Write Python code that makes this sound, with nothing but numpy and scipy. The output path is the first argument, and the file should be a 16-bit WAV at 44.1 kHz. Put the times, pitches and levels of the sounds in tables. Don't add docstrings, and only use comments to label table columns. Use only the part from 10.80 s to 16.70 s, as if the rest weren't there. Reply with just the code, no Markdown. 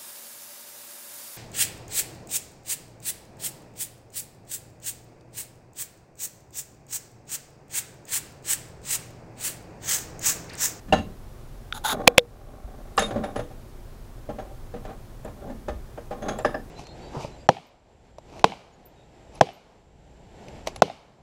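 import sys
import numpy as np
from scipy import signal
from scipy.fft import rfft, irfft
from scipy.io import wavfile

SR = 44100
rng = np.random.default_rng(int(sys.argv[2]) if len(sys.argv) > 2 else 0)


def generate_wav(signal):
    frames = np.transpose(np.atleast_2d(signal))
    scaled = np.clip(frames, -1, 1) * 32767
    pcm = np.round(scaled).astype(np.int16)
    wavfile.write(sys.argv[1], SR, pcm)


N = 260190
TIME = np.arange(N) / SR
AGE = TIME[:SR // 3]


def from_db(db):
    return 10 ** (np.asarray(db) / 20)


def rms_one(x):
    return x / np.sqrt(np.mean(x ** 2) + 1e-20)


def at_hz(points, hz):
    freqs, dbs = np.transpose(points)
    return np.interp(np.log(np.maximum(hz, 1)), np.log(freqs), dbs)


def decay(t60_s):
    exponent = AGE * (-np.log(1000) / max(t60_s, 1e-3))
    return np.exp(np.maximum(exponent, -40).astype(np.float32))


def noise(spectrum, size, tilt=None):
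    hz = np.arange(size // 2 + 1) * SR / size
    gain = rms_one(from_db(at_hz(spectrum, hz)))
    if tilt:
        gain = gain * from_db(at_hz(tilt, hz))
    return irfft(rfft(rng.standard_normal(size)) * gain, size)


def ring(hz, t60_s):
    phase = 2 * np.pi * (hz * AGE + rng.random())
    return np.sin(phase.astype(np.float32)) * decay(t60_s)


def resonate(x, modes):
    out = 0
    for k, (hz, width_hz, db) in enumerate(modes):
        r = np.exp(-np.pi * width_hz / SR)
        poles = [1, -2 * r * np.cos(2 * np.pi * hz / SR), r * r]
        band = signal.lfilter([1, 0, -1], poles, x + 1e-18)
        out = out + (-1) ** k * from_db(db) * (1 - r * r) / 2 * band
    return out


def filtered(x, order, hz, kind="low"):
    return signal.sosfilt(signal.butter(order, hz, kind, fs=SR, output="sos"), x)


def add(out, s, sound):
    start = round(s * SR)
    out[start:start + len(sound)] += sound[:N - start]


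# (relative, per Hz)
FLOOR_SPECTRUM = [(12, -42.5), (20, 5), (47, -2), (64, -10.5), (126, -6.5), (185, -23.5), (225, -14.5),
                  (298, -22), (362, -16.5), (452, -24), (519, -22.5), (1160, -30.5), (1580, -34),
                  (2610, -39.5), (15500, -46)]


def background(level_db=-41):
    return from_db(level_db) * noise(FLOOR_SPECTRUM, N)


# pitch_hz, level_db (relative), t60_s
VISE_MODES = [(411, -8, .08), (474, -5, 0.18), (568, 1.5, 0.071), (613.5, 1, .11), (766.3, 0.5, 0.084),
              (812.7, -5, 0.1), (1057.3, -11.5, 0.18), (1214, -12, 0.14), (1355, -14, .11),
              (1600, -16, 0.052), (1755, -19, 0.12), (2440, -23, 0.064), (3383, -17.5, 0.089),
              (3970, -19, 0.058), (6500, -20, 0.19)]
# (relative, per Hz)
CLATTER_SPECTRUM = [(50, -9.5), (130, -11), (270, 2), (380, -3.5), (600, 1.5), (1000, -7), (1750, -7),
                    (2100, -12.5), (3500, -8), (4500, -14), (7000, -16.5), (10000, -26.5), (12000, -30.5),
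                    (15000, -43.5)]


def knock(level_db, bass_db, hardness_db, modes_db=-10.0, clatter_db=-7.5, clatter_t60_s=0.1,
          bass_t60_s=0.17, scatter_db=3.5, settle_s=0.0011):
    clang_db, treble_db = 0.81 * hardness_db, 1.05 * hardness_db
    # (Hz, dB) against a typical blow
    tilt = [(220, bass_db + 12.0), (450, 0.003), (850, 0.0025),
            (1200, clang_db - 4.5), (1900, clang_db - 3), (3500, treble_db - 14.0)]
    modes = 0
    for hz, db, t60_s in VISE_MODES:
        mode_db = db + at_hz(tilt, hz) + scatter_db * rng.normal()
        modes = modes + from_db(mode_db) * ring(hz * (1 + 0.014 * rng.normal()), t60_s)

    clatter = noise(CLATTER_SPECTRUM, len(AGE), tilt)
    bench = filtered(clatter, 1, 300)
    clatter = bench * decay(bass_t60_s) + (clatter - bench) * decay(clatter_t60_s)

    rise_s = settle_s / np.sqrt(from_db(level_db))
    body = from_db(modes_db) * modes + from_db(clatter_db) * clatter
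    return from_db(level_db) * body * (1 - np.exp(-AGE / rise_s))


PART_MODES = { "jaw": [(758, 3, 0.066), (1352, -12.5, 0.11), (1776, -12.5, 0.1), (2670, -31, 0.11),
              (2781, -2.5, 0.045), (3295, -17, 0.056), (3950, -17, 0.097), (4700, -21.5, 0.054)],
              "spindle": [(789, -5, 0.12), (1040, -11, 0.051), (1175, 7.5, 0.024), (1636, -7, 0.11),
              (1730, -2, 0.077), (2700, -12, 0.032), (3420, -25, 0.073), (4820, -24, 0.038),
              (5000, -19.5, 0.093), (5100, -47, 0.073), (5300, -17, 0.04)], "bolt": [(3690, -3, 0.14),
              (9900, -5, 0.21)], "handle": [(3350, -7, 0.17), (6380, 1, 0.11), (6600, -2.5, 0.11),
              (6900, -9, 0.1), (10200, -11, 0.14)], "thread": [(7260, 0, 0.025), (8000, -2.5, 0.02),
              (8830, 2, 0.011), (10550, -5, 0.019), (11640, -6, 0.016), (13200, -14, .015)]}


def clink(part, contact_s=0.0024, rattle=0.69, rattle_hz=130):
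    out = 0
    for hz, db, t60_s in PART_MODES[part]:
        chatter = rms_one(filtered(rng.standard_normal(len(AGE)), 2, rattle_hz))
        out = out + from_db(db) * ring(hz, t60_s) * (1 + rattle * chatter)
    return out * (1 - np.exp(-AGE / contact_s))


COUPLING = {"jaw": (2.1, -0.35), "spindle": (-7, 0.36), "bolt": (-32.5, 1.55), "handle": (-27, 1),
            "thread": (-15, 1.09)}
# start_s, level_db, bass_db (against a typical blow),
KNOCKS = [ (0.082, -35.5, 16.5, 11.5, None, ""), (0.124, -10, -1, 7, None, "jaw"),
          (0.130, -14.5, -3, 4.5, None, "jaw handle"), (0.176, -32, 7, 18, None, ""),
          (1.193, -20.5, -5.5, -11, 0.041, ""), (2.170, -45, -20, 30.5, None, "thread"),
          (2.177, -13.5, -13, 15, None, "jaw spindle"), (2.191, -19.5, 3, 15.5, None, "thread bolt handle"),
          (2.217, -19, -12, 12.5, None, ""), (2.306, -19, -2, 2.5, None, ""),
          (2.357, -19, 3, -2.5, 0.02, ""), (2.436, -17, -11, 3.5, None, "bolt"),
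          (2.558, -18, -9.5, 5, 0.031, "bolt"), (2.703, -30.5, -25, -2, None, ""),
          (3.489, -22.5, -4.5, -2.5, 0.0099, ""), (3.584, -23, -16, 1, 0.01, ""),
          (3.705, -31, -22, -15, None, ""), (3.937, -26.5, -1, 1, 0.022, ""),
          (4.049, -26.5, -4, 3.5, 0.044, ""), (4.447, -23, -8, -2.5, 0.027, "thread"),
          (4.646, -27, -0.5, -18, 0.023, ""), (4.697, -23.5, 0, -3.5, None, ""),
          (4.882, -18.5, -7, 3.5, None, ""), (5.174, -21.5, -17, -4.5, None, ""),
          (5.308, -21.5, -5.5, 1, 0.014, ""), (5.421, -22, -7, 1.5, 0.035, "handle"),
          (5.483, -16.5, -29, 7.5, None, "handle"), (5.586, -18, -32, 1, None, "thread"),
          (5.647, -10, -13.5, 0.5, None, "spindle bolt"), (5.743, -15.5, -13, -10.5, None, "spindle")]


def vise(rebound_loss_db=3):
    out = np.zeros(N)
    for start_s, level_db, bass_db, hardness_db, rebound_s, parts in KNOCKS:
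        add(out, start_s, knock(level_db, bass_db, hardness_db))
        if rebound_s:
            add(out, start_s + rebound_s, knock(level_db - rebound_loss_db, bass_db, hardness_db))
        for part in parts.split():
            coupling_db, per_hardness = COUPLING[part]
            part_db = level_db + coupling_db + per_hardness * hardness_db
            add(out, start_s, from_db(part_db) * clink(part))
    return out


# low_hz, high_hz, t60_s
SHOP_BANDS = [(60.2, 310, 0.49), (390, 1800, 0.19), (1970, 5000, 0.25), (6000, 16000, 0.25)]


def shop(x, wet_db=-14.0, build_up_s=0.026):
    tail = 0
    for low_hz, high_hz, t60_s in SHOP_BANDS:
        band = filtered(rng.standard_normal(len(AGE)), 2, [low_hz, high_hz], "band")
        tail = tail + band * decay(t60_s)
    tail = tail * np.clip(AGE / build_up_s - .5, 0, 1)
    tail = tail / np.sqrt(np.sum(tail ** 2))
    return x + from_db(wet_db) * signal.fftconvolve(x, tail)[:N]


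# start_s, level_db, pitch_hz
BUMPS = [(0.188, -22.5, 88), (1.841, -19, 46.9), (2.32, -22, 117), (2.578, -25.5, 116), (4.894, -20, 59),
         (4.953, -19.5, 53.4)]


def bumps(t60_s=0.15, rise_s=0.0095):
    out = np.zeros(N)
    envelope = decay(t60_s) * (1 - np.exp(-AGE / rise_s))
    for start_s, level_db, hz in BUMPS:
        add(out, start_s, from_db(level_db) * np.sin(2 * np.pi * hz * AGE) * envelope)
    return out


def stroke(start_s, length_s, attack_s=0.018, release_s=0.008):
    attack = np.clip((TIME - start_s) / attack_s, 0, 1)
    return attack * np.exp(-np.clip((TIME - start_s - length_s) / release_s, 0, 20))


# pitch_hz, width_hz, level_db (relative)
HOUSING = [(848, 83, 7.5), (1450, 203, 1), (3680, 350, -1.5), (6800, 570, -9), (10300, 1260, -10.5),
           (12700, 1500, -15), (15000, 2000, -18.5)]
# start_s, peak_db (before the gain control), lowest_hz
CATCHES = [(0.925, -15, 590), (1.0964, -17, 2010), (1.392, -10.5, 3400)]
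# start_s, length_s, level_db
STROKES = [(0.932, 0.048, -38), (1.037, 0.092, -25)]


def cloth(fibres_per_s=5000, catch_t60_s=0.0082):
    plucks = (rng.random(N) < fibres_per_s / SR) * rng.standard_normal(N)
    pressure = sum(from_db(db) * stroke(start_s, length_s) for start_s, length_s, db in STROKES)
    out = pressure * rms_one(resonate(plucks, HOUSING))
    for start_s, peak_db, lowest_hz in CATCHES:
        burst = rng.standard_normal(len(AGE)) * decay(catch_t60_s)
        tick = filtered(resonate(burst, HOUSING[1:3]), 2, lowest_hz, "high")
        add(out, start_s, from_db(peak_db) * tick / np.abs(tick).max())
    return out


def swell(middle_s, length_s, edge_db):
    position = 2 * (TIME - middle_s) / length_s
    return from_db(np.maximum(-edge_db * position ** 2, -200))


# middle_s, length_s, level_db
TURNS = [(1.143, 0.036, -29), (1.235, 0.23, -34), (1.9, 0.72, -47.5), (2.38, 0.24, -36.5),
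         (3.62, 0.16, -48.5), (4.096, 0.074, -41), (4.663, 0.13, -43), (5.49, 0.13, -31.5),
         (5.57, 0.32, -42.5)]


def screw(grains_per_s=500, width_hz=90, dull_hz=650, resting_db=-62.0, edge_db=5):
    slips = (rng.random(N) < grains_per_s / SR) * rng.standard_normal(N)
    body = resonate(slips, [(hz, width_hz, db) for hz, db, t60_s in VISE_MODES])
    bench = resonate(slips, [(241.8, 110, -7.0)])
    grind = rms_one(filtered(body + bench, 1, dull_hz))
    pushes = [from_db(db) * swell(middle_s, length_s, edge_db) for middle_s, length_s, db in TURNS]
    effort = np.maximum(np.max(pushes, axis=0), from_db(resting_db))
    return effort * grind


# (relative, per Hz)
CRACK_SPECTRUM = [(200, -6), (350, -9), (880, 1.5), (1300, -8), (1800, -11), (2400, 2), (3000, -1.5),
                  (4000, 0.5), (5200, -17), (6200, -17), (9000, -25.5), (15000, -27)]
# start_s, crack_db, crack_s (length), ring_hz (where the housing rings most),
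# thump_db, push (signed push of air, in full scales before the gain control)
FLICKS = [(1.2762, 16.5, 0.0031, 5155, 1.5, 1.2), (1.3804, 15, 0.003, 2390, 5.5, -0.87)]


def flicks(thump_hz=620, sag_s=0.0051, thump_t60_s=0.03, cavity_hz=475, cavity_t60_s=0.15, cavity_db=-19,
           scrape_db=-36, scrape_s=0.0033, push_s=0.00018, ring_width_hz=400, ring_db=1.5):
    out = np.zeros(N)
    pitch_hz = cavity_hz + (thump_hz - cavity_hz) * np.exp(-AGE / sag_s)
    thump_envelope = decay(thump_t60_s) + from_db(cavity_db) * decay(cavity_t60_s)
    thump = np.sin(2 * np.pi * np.cumsum(pitch_hz) / SR) * thump_envelope
    for start_s, crack_db, crack_s, ring_hz, thump_db, push in FLICKS:
        burst = noise(CRACK_SPECTRUM, len(AGE)) * np.exp(-2 * (AGE / crack_s) ** 2)
        crack = from_db(crack_db) * burst
        housing = resonate(crack, [(ring_hz, ring_width_hz, ring_db)])
        scrape = from_db(crack_db + scrape_db) * noise(CRACK_SPECTRUM, len(AGE)) * (AGE < scrape_s)
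        air = push * np.exp(-((AGE - scrape_s) / push_s) ** 2)
        add(out, start_s - scrape_s, scrape + air)
        add(out, start_s + push_s, crack + housing)
        add(out, start_s, np.sign(push) * from_db(thump_db) * thump)
    return out


def squeak(middle_s=2.247, length_s=0.044, level_db=-28.5, edge_db=12):
    bolt_hz = PART_MODES["bolt"][0][0]
    return from_db(level_db) * swell(middle_s, length_s, edge_db) * np.sin(2 * np.pi * bolt_hz * TIME)


def scene():
    work = shop(vise() + screw()) + squeak() + bumps()
    return (work + cloth() + flicks() + background())[None]


def record(dry, threshold_db=-9.0, most_db=5.5, release_db_per_s=7.5, attack_s=0.018, cutoff_hz=15700):
    power = signal.lfilter([1 / 200], [1, 1 / 200 - 1], dry[0] ** 2)
    over_db = np.clip(10 * np.log10(power + 1e-12) - threshold_db, 0, most_db)
    release_db = release_db_per_s * TIME
    held_db = np.maximum.accumulate(over_db + release_db) - release_db
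    pole = np.exp(-1 / (attack_s * SR))
    duck_db = signal.lfilter([1 - pole], [1, -pole], held_db)
    clipped = np.clip(dry * from_db(-duck_db), -1, 1)
    top_cut = signal.ellip(10, .1, 80, cutoff_hz, fs=SR, output="sos")
    return signal.sosfilt(top_cut, clipped)


dry = scene()
out = record(dry)
generate_wav(out)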